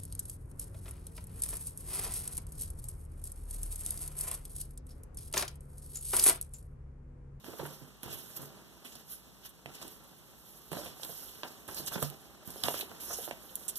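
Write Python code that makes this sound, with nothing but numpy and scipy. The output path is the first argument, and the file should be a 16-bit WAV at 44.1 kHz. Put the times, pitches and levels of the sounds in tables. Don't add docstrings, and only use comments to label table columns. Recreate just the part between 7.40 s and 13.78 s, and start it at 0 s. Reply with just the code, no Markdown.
import sys
import numpy as np
from scipy import signal
from scipy.fft import rfft, irfft
from scipy.io import wavfile

SR = 44100
rng = np.random.default_rng(int(sys.argv[2]) if len(sys.argv) > 2 else 0)


def wav_record(signal):
    frames = np.transpose(np.atleast_2d(signal))
    bounded = np.clip(frames, -1, 1)
    quanta = np.round(bounded * 32767).astype(np.int16)
    wavfile.write(sys.argv[1], SR, quanta)


N = 281358
TIME = np.arange(N) / SR
FREQ = np.maximum(np.arange(N // 2 + 1) * SR / N, 1)

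# (frequency [Hz], relative density [dB])
ROOM_TONE_SPECTRUM = [(28, -38), (40, -12), (57, 8), (80, -15), (120, -1.5), (200, 2), (300, -6.5),
                      (600, -10), (1100, -8.5), (1700, -15.5), (3500, -13.5), (8000, -19.5), (12500, -24.5),
                      (14200, -47), (14800, -67)]
HISS_SPECTRUM = [(3000, -17), (5500, -11), (7000, -5.5), (8000, -9.5), (9200, -2.5), (10200, -4),
                 (11500, 3), (12900, 2), (14100, 0), (14700, -58)]
RASP_SPECTRUM = [(700, -0.5), (1500, 1), (2200, 0.5), (3000, 7), (3900, 3), (4800, 6), (5700, 3.5),
                 (6800, 0.5), (10000, -4), (14000, -1), (14700, -42)]
FLUTTER_SPECTRUM = [(35, -40), (60, 0.5), (120, -3), (220, -1.5), (420, -1), (680, -2.5), (900, -3),
                    (1250, -5), (1800, -9), (3000, -11.5), (14000, -24), (14700, -64)]
RASP_CENTRES_HZ, HISS_CENTRES_HZ = 1500 * 2 ** (np.arange(5) * .6), 6000 * 2 ** (np.arange(5) * .3)
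# (time [s], hiss [dB], flutter [dB])
GRIP = [(0, -69.5, -72), (0.42, -61.5, -85), (0.6, -70.5, -71), (1.1, -67.5, -62), (1.9, -66.5, -65.5),
        (2.2, -72.5, -67.5), (2.6, -69.5, -67), (3.3, -62.5, -64.5), (3.9, -61, -62), (4.8, -62, -60.5),
        (5.0, -69, -59), (5.5, -60, -66), (6.38, -63, -62)]
# (start [s], attack [s], length [s], hiss [dB], rasp re hiss [dB])
DRAGS = [(0.036, 0.0091, 0.31, -58.5, -3), (0.619, 0.013, 0.44, -55, -5.5), (1.439, 0.009, 0.16, -62, 3),
         (2.28, 0.071, 0.21, -62, 6), (2.93, 0.16, 0.25, -59.5, -33), (3.311, .005, 0.18, -53.5, -0.5),
         (3.542, 0.076, 0.35, -51.5, -6), (3.895, 0.018, 0.23, -61, 1.5), (4.278, 0.0067, 0.4, -52.5, -2),
         (5.044, 0.017, 0.31, -53, -4), (5.23, 0.0074, 0.17, -42.5, -3), (5.596, 0.008, 0.265, -46.5, -5.5),
         (5.982, 0.044, 0.43, -59, -9)]
# (fastest moment [s], width to fade 20 dB either side [s], hiss [dB], rasp re hiss [dB])
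SWIPES = [(0.735, 0.05, -44.5, -5), (0.783, 0.03, -46, -13), (0.968, 0.02, -42.5, -7.5),
          (1.727, 0.06, -45.5, -9.5), (2.06, 0.04, -53, 2), (2.352, -0.06, -48.5, -1),
          (2.428, -0.0067, -49.5, 2.5), (2.53, 0.1, -57, -6), (2.715, 1.4, -68, -9),
          (2.885, -0.1, -58.5, -12.5), (3.374, 0.04, -48, -20), (3.448, 0.01, -44.5, -11),
          (3.74, 0.18, -51.5, -7), (4.384, 0.05, -42, -4.5), (4.48, 0.016, -43, 5),
          (4.541, 0.035, -42, -1.5), (4.636, 0.07, -43, -4.5), (5.258, -0.01, -49.5, 9),
          (5.614, 0.02, -46, -3), (5.737, 0.01, -38, -2.5), (5.838, 0.1, -46, -24),
          (6.218, 0.13, -52.5, -19), (6.295, -0.0338, -37.5, -12), (6.374, 0.03, -39.5, -28)]
# (start [s], flutter [dB], time to fade 20 dB [s], taken as 1 ms at least)
FLEXES = [(0.037, -54.5, 1.05), (0.183, -49.5, 0.27), (0.633, -51.5, 0.5), (0.965, -53.5, 0.5),
          (1.445, -51, 0.03), (2.26, -55.5, 0.8), (2.412, -48.5, 0.09), (3.318, -45, 0.32),
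          (3.619, -55, 0.6), (4.033, -54, 0.3), (4.277, -51.5, .5), (4.511, -49, 0.32), (5.075, -55, 4),
          (5.233, -44, 0.06), (5.40, -56.5, 1.5), (5.679, -46.5, 0.06), (5.911, -59, -1.7)]
# (frequency [Hz], t60 [s], relative level [dB])
CARD_MODES = [(97, 0.87, -6), (146, 0.34, 1.5), (249.6, 0.35, 3.5), (301, 0.043, -4.5), (337, 0.063, -10),
              (400, 0.018, -7.5), (608, 0.038, -8), (682, 0.31, -25), (1003, 0.11, -18), (1230, 0.12, -47)]
# (time [s], level [dB], centre [Hz], t60 [s], thump [dB], hardness [0-1])
KNOCKS = [(0.044, -56, 870, 0.015, -60, 0.7), (0.08, -50, 320, 0.2, -54, 0.1),
          (0.136, -49.5, 396, 0.037, -56, 0.34), (0.2, -51, 700, 0.073, -50.5, .1),
          (0.233, -52, 480, 0.086, -50, 0), (0.254, -43.5, 1150, 0.081, -56, 0.5),
          (0.415, -56.5, 262, 0.12, -50, 0.33), (0.6317, -57, 1010, 0.02, -55, 0.7),
          (0.642, -46.5, 340, 0.46, -46.5, .1), (0.994, -51.5, 365, 0.28, -48.5, 0.6),
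          (1.451, -57, 900, 0.066, -62, .5), (1.555, -61, 600, 0.02, -64, 0.7),
          (2.259, -49, 603, 0.012, -53.5, 0.8), (2.272, -57.5, 290, 0.095, -58, 0),
          (2.435, -54.5, 298, 0.31, -64, 0), (3.318, -42, 414, 0.034, -47, 1),
          (3.332, -42.5, 745, 0.05, -60, 0.8), (3.371, -44.5, 610, 0.025, -60, 0.9),
          (3.46, -48, 597, 0.056, -53.5, 0.6), (3.598, -54.5, 500, 0.016, -80, 0.3),
          (3.633, -52, 700, 0.025, -64, 0.5), (3.69, -50.5, 385, 0.084, -52.5, 0.1),
          (4.0331, -39.5, 980, 0.17, -56, 0.89), (4.285, -43.5, 980, 0.055, -54.5, 0),
          (4.401, -48, 282, 0.082, -50, 0.3), (4.518, -45, 1190, 0.068, -63, 0.15),
          (4.5549, -42, 1050, 0.1, -50, 0.5), (4.559, -38.5, 300, 0.026, -42.5, 0.67),
          (4.578, -43.5, 600, 0.052, -68, 0.03), (4.627, -35, 706, 0.049, -39, 0.8),
          (5.076, -58, 486, 0.094, -46, 0.93), (5.16, -50.5, 366, 0.029, -59, 0.8),
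          (5.237, -36.5, 1000, 0.2, -44, 0.26), (5.2846, -31, 690, 0.0098, -48, 1),
          (5.343, -39.5, 764, 0.016, -59, 0.7), (5.40, -50.5, 590, 0.027, -69, 0.6),
          (5.425, -49, 398, 0.036, -60, 0), (5.516, -51, 606, 0.028, -79, 0.6),
          (5.701, -41, 754, 0.17, -63, 0.2), (5.788, -53, 520, 0.12, -63, 0),
          (5.878, -45, 610, 0.025, -63, 0.8), (5.886, -48, 445, 0.033, -56.5, 0.9),
          (5.911, -40.5, 670, 0.012, -66, .7)]
# (time [s], treble [dB], treble centre [Hz], snap [dB], snap centre [Hz], t60 [s], hardness [0-1])
TICKS = [(0.045, -60, 10100, -56.5, 2830, 0.012, 0.7), (0.194, -64, 10000, -59, 3500, 0.016, 0.7),
         (0.259, -47, 11000, -58, 3000, 0.089, 0.2), (0.6327, -43.5, 12300, -50.5, 2700, 0.015, 0.7),
         (1.017, -47.5, 12400, -63, 3500, 0.048, 0.3), (1.45, -48.5, 10500, -48.5, 2500, 0.15, 0.4),
         (1.554, -56, 9800, -56.5, 4020, 0.0087, 0.5), (1.5566, -55, 9800, -60, 4200, .012, 0.4),
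         (2.09, -54, 11000, -66, 3500, 0.06, 0.1), (2.2597, -61, 9500, -45.5, 2230, 0.02, 0.45),
         (2.415, -53.5, 9800, -52, 3100, 0.062, 0.2), (2.479, -50, 10000, -57, 3100, 0.02, 0.2),
         (3.3175, -50, 10900, -53, 2830, 0.044, 0.3), (3.329, -46.5, 10900, -51, 2800, 0.032, 0.3),
         (3.46, -61, 10900, -47.5, 3060, 0.058, 0.2), (3.633, -43.5, 9050, -41.5, 3850, 0.021, 0.24),
         (3.648, -46, 11700, -50, 3300, 0.015, 0), (4.0341, -66, 9200, -41.5, 2930, 0.0094, 0.4),
         (4.279, -47.5, 10400, -55, 3000, 0.059, 0.3), (4.346, -44, 9200, -67, 3500, 0.014, 0.2),
         (4.463, -39.5, 8250, -51, 3600, 0.13, 0.6), (4.626, -33, 10800, -45, 3180, 0.03, 0.2),
         (4.701, -47, 12100, -56, 3200, 0.0032, 0.2), (5.075, -46.5, 12500, -75, 3100, .03, 0.4),
         (5.104, -47, 11900, -55, 5000, 0.02, 0), (5.237, -36, 9100, -31, 3580, 0.009, 0.1),
         (5.283, -42, 9750, -39, 3050, 0.038, 0.3), (5.409, -43.5, 10000, -37.5, 3140, 0.025, 0),
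         (5.911, -54.5, 8900, -42.5, 2100, 0.026, 0.4), (6.1554, -31, 14000, -51.5, 4530, 0.0053, 0.04),
         (6.2814, -32, 9100, -47, 3280, 0.084, 0.25), (6.356, -47, 10700, -47.5, 5770, 0.024, 0)]
# (time [s], level [dB], first pitch [Hz], final pitch [Hz], swell [s], t60 [s])
HOLLOW_NOTES = [(0.078, -44.5, 290, 310, 0.0063, 0.081), (0.193, -37, 323, 854, 0.006, 0.068),
                (0.229, -40, 420, 340, 0.0038, 0.034), (3.318, -42, 197, 148, 0.016, 0.087),
                (3.364, -49, 199, 260, 0.0039, 0.038), (3.378, -40.5, 554, 596, 0.0047, 0.13),
                (4.556, -39.5, 240, 166, 0.0053, 0.049), (4.579, -44.5, 562, 328, 0.003, 0.082),
                (4.621, -39, 278, 810, 0.0016, 0.032), (4.622, -43, 199, 139.6, 0.004, 0.22),
                (5.787, -43, 500, 440, 0.0022, 0.027)]
# (strongest moment [s], width as for swipes [s], level [dB], centre [Hz], band [octaves])
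SCRAPES = [(0.733, -0.05, -44, 12800, 0.1), (0.735, 0.1548, -54.5, 3060, 0.55),
           (0.975, 0.02, -42.5, 12800, 0.079), (1.735, 0.06, -49, 11300, 0.22),
           (3.364, 0.08, -54.5, 4120, .3), (3.435, 0.05, -62, 3450, .1), (4.388, 0.05, -48, 4400, 0.27),
           (4.477, 0.01, -47, 3720, 0.22), (4.544, -0.04, -43.5, 3460, 0.078),
           (5.73, 0.08, -44, 6060, 0.39), (5.735, 0.14, -48.5, 9900, 0.26), (6.097, -0.32, -57, 3460, 0.62)]
# (frequency [Hz], t60 [s])
ROOM_DECAY = [(100, 0.19), (500, 0.25), (2000, 0.3), (6000, 0.048), (14000, 0.031)]
# (frequency [Hz], lean to the right [0-1])
STEREO_LEAN = [(60, 1), (130, 1), (280, 0.63), (600, 0.47), (1175, 0.11), (2350, 0.35), (3500, 0.59),
               (4700, 0.29), (6000, 0.79), (8000, 0.81), (11000, 0.56), (14000, 0.83)]


def amp(db):
    return 10 ** (np.asarray(db) / 20)


def unit(x):
    return x / np.sqrt(np.mean(x ** 2))


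def decay(t, t60):
    return np.exp(-np.log(1000) * t / t60)


def along(table, hz=FREQ):
    table_hz, value = np.transpose(table)
    return np.interp(np.log(hz), np.log(table_hz), value)


def colour(x, spectrum):
    return unit(irfft(rfft(x) * amp(along(spectrum)), N))


def wander(rate_hz):
    return unit(irfft(rfft(rng.standard_normal(N)) * np.exp(-(FREQ / rate_hz) ** 2), N))


def mic_noise(likeness, size=N):
    shared, own = rng.standard_normal(size), rng.standard_normal((2, size))
    return np.sqrt(likeness) * shared + np.sqrt(1 - likeness) * own


def band(x, hz, octaves, order=1):
    edges = np.minimum(hz * 2 ** (np.array([-.5, .5]) * octaves), [.4 * SR, .47 * SR])
    return signal.sosfilt(signal.butter(order, edges, "band", fs=SR, output="sos"), x)


def place(track, s, x, db):
    start = int(s * SR)
    x = x * amp(db) * np.sqrt((SR // 100) / np.mean(np.sum(x ** 2, axis=1)))
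    track[:, start:start + x.shape[1]] += x[:, :N - start]


def gesture(s, attack, hold, release):
    age = TIME - s
    onset = np.clip(age / max(attack, 1e-3), 0, 1)
    return onset * amp(-20 * np.maximum(age - hold, 0) / max(release, 1e-3))


def swipe(s, width):
    distance = np.arccosh(10) * np.abs(TIME - s) / max(width, 1e-2)
    return 1 / np.cosh(np.minimum(distance, 20))


def grip_levels():
    times, *levels = np.transpose(GRIP)
    return [np.interp(TIME, times, db) for db in levels]


def together(moves, grip_db):
    return np.sqrt(amp(grip_db) ** 2 + sum((shape * amp(db)) ** 2 for shape, db in moves))


def room_tone():
    return colour(rng.standard_normal((2, N)), ROOM_TONE_SPECTRUM) * amp(-62)


def friction(spectrum, grain_db, judder_db, judder_hz, likeness, snags_per_s=0):
    slips = mic_noise(likeness) * amp(grain_db * wander(1500))
    snags = (rng.random(N) < snags_per_s / SR) * rng.uniform(-13, 13, N)
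    judder = amp(judder_db * wander(judder_hz))
    return unit(colour(slips + snags, spectrum) * judder)


def patchy(x, centres, depth_db, rate_hz):
    octaves = np.log2(centres[1] / centres[0]) * 2 / 3
    patches = sum(band(x, hz, octaves) * (amp(depth_db * wander(rate_hz)) - 1) for hz in centres)
    return unit(x + patches)


def sliding():
    strokes = [(swipe(s, width), db, rasp_db) for s, width, db, rasp_db in SWIPES]
    strokes += [(gesture(s, attack, length, release=0.073), db, rasp_db)
                for s, attack, length, db, rasp_db in DRAGS]
    hiss = friction(HISS_SPECTRUM, grain_db=1.4, judder_db=1.35, judder_hz=69,
                    likeness=0.69, snags_per_s=33)
    rasp = friction(RASP_SPECTRUM, grain_db=-0.5, judder_db=1.5, judder_hz=71.4,
                    likeness=0.3, snags_per_s=63)
    hiss = patchy(hiss, HISS_CENTRES_HZ, depth_db=2.0, rate_hz=33)
    rasp = patchy(rasp, RASP_CENTRES_HZ, depth_db=3.0, rate_hz=29)
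    grip_db, _ = grip_levels()
    hiss_gain = together([(shape, db) for shape, db, _ in strokes], grip_db)
    rasp_gain = together([(shape, db + rasp_db) for shape, db, rasp_db in strokes], grip_db - 2.5)
    return hiss * hiss_gain + rasp * rasp_gain


def card_body(push, ring_db):
    t = TIME[:SR // 3]
    ring = 0
    for hz, t60, db in CARD_MODES:
        gain = amp(db) * 2 * np.log(1000) / (t60 * SR)
        ring = ring + gain * decay(t, t60) * np.cos(2 * np.pi * hz * t)
    return push + amp(ring_db) * signal.fftconvolve(push, ring[None], axes=1)[:, :N]


def bending():
    bends = [(gesture(s, attack=0.0024, hold=0.0024, release=settle), db) for s, db, settle in FLEXES]
    _, grip_db = grip_levels()
    flutter = friction(FLUTTER_SPECTRUM, grain_db=1.0, judder_db=2.5, judder_hz=59, likeness=0.33)
    return unit(card_body(flutter, ring_db=-7.5)) * together(bends, grip_db)


def contact(t60, hardness, likeness):
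    t = TIME[:SR // 4]
    rise_s = max(0.051 * t60 * (1 - hardness), 1 / SR)
    slips = mic_noise(likeness, len(t)) * np.minimum(t / rise_s, 1) * decay(t, t60)
    slips[:, 0] += 20 * hardness
    return slips


def knocks():
    track = np.zeros((2, N))
    for s, db, hz, t60, thump_db, hardness in KNOCKS:
        blow = contact(t60, hardness, likeness=0.64)
        push = band(blow, hz, octaves=1.09)
        place(track, s, band(push, hz=645, octaves=4.74, order=2), db)
        place(track, s, band(blow, hz=142, octaves=1.5, order=2), thump_db)
    return card_body(track, ring_db=5.0)


def crease_ticks():
    track = np.zeros((2, N))
    for s, treble_db, treble_hz, snap_db, snap_hz, t60, hardness in TICKS:
        slip = contact(t60, hardness, likeness=.8)
        place(track, s, band(slip, treble_hz, octaves=0.7, order=2), treble_db)
        place(track, s, band(slip, snap_hz, octaves=0.82, order=2), snap_db)
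    return track


def hollow_notes(glide_s=0.0135, rattle_gain=0.43):
    track, t = np.zeros((2, N)), TIME[:SR // 4]
    for s, db, from_hz, to_hz, swell, t60 in HOLLOW_NOTES:
        hz = to_hz + (from_hz - to_hz) * np.exp(-t / glide_s)
        tone = np.sin(2 * np.pi * np.cumsum(hz) / SR)
        rattle = unit(band(mic_noise(0.18, len(t)), to_hz, octaves=0.52))
        shape = np.minimum(t / swell, 1) * decay(np.maximum(t - swell, 0), t60)
        place(track, s, shape * (tone + rattle_gain * rattle), db)
    return track


def edge_scrapes():
    slips = mic_noise(likeness=0.54) * amp(2.0 * wander(100))
    return sum(unit(band(slips, hz, octaves, order=2)) * swipe(s, width) * amp(db)
               for s, width, db, hz, octaves in SCRAPES)


def room_tail(x, low_db, high_db):
    t = TIME[:SR // 2]
    tail = 0
    for hz in 100 * 2 ** np.arange(8):
        fade = decay(t, along(ROOM_DECAY, hz)) * (t > .004)
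        wet_db = along([(300, low_db), (8000, high_db)], hz)
        reflections = band(rng.standard_normal((2, len(t))), hz, octaves=1, order=2)
        tail = tail + amp(wet_db) * reflections * fade / np.linalg.norm(fade)
    return signal.fftconvolve(x, tail, axes=1)[:, :N]


def scene():
    rubs = sliding() + bending() + edge_scrapes()
    hits = crease_ticks() + knocks() + hollow_notes()
    reverb = room_tail(rubs, low_db=-5.5, high_db=-11) + room_tail(hits, low_db=-8, high_db=-8)
    return rubs + hits + reverb + room_tone()


def record(dry, twist_from_hz=1175, half_turn_hz=2360, top_hz=14900):
    first_mic, second_mic = rfft(dry)
    twist = np.pi * np.maximum(FREQ - twist_from_hz, 0) / half_turn_hz
    depth = np.exp(-(FREQ / 8000) ** 2)
    lean = np.clip(along(STEREO_LEAN) * (1 - .8 * depth * np.sin(twist) ** 10), 0, 1)
    twist = twist - .18 * depth * np.sin(4 * twist)
    mid = first_mic * (np.cos(twist) + 1j * lean * np.sin(twist))
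    side = -second_mic * (1j * np.sin(twist) + lean * np.cos(twist))
    wide = irfft(np.array([mid + side, mid - side]), N)
    return signal.sosfilt(signal.ellip(10, .2, 70, top_hz, fs=SR, output="sos"), wide)


dry = scene()
out = record(dry)
wav_record(out)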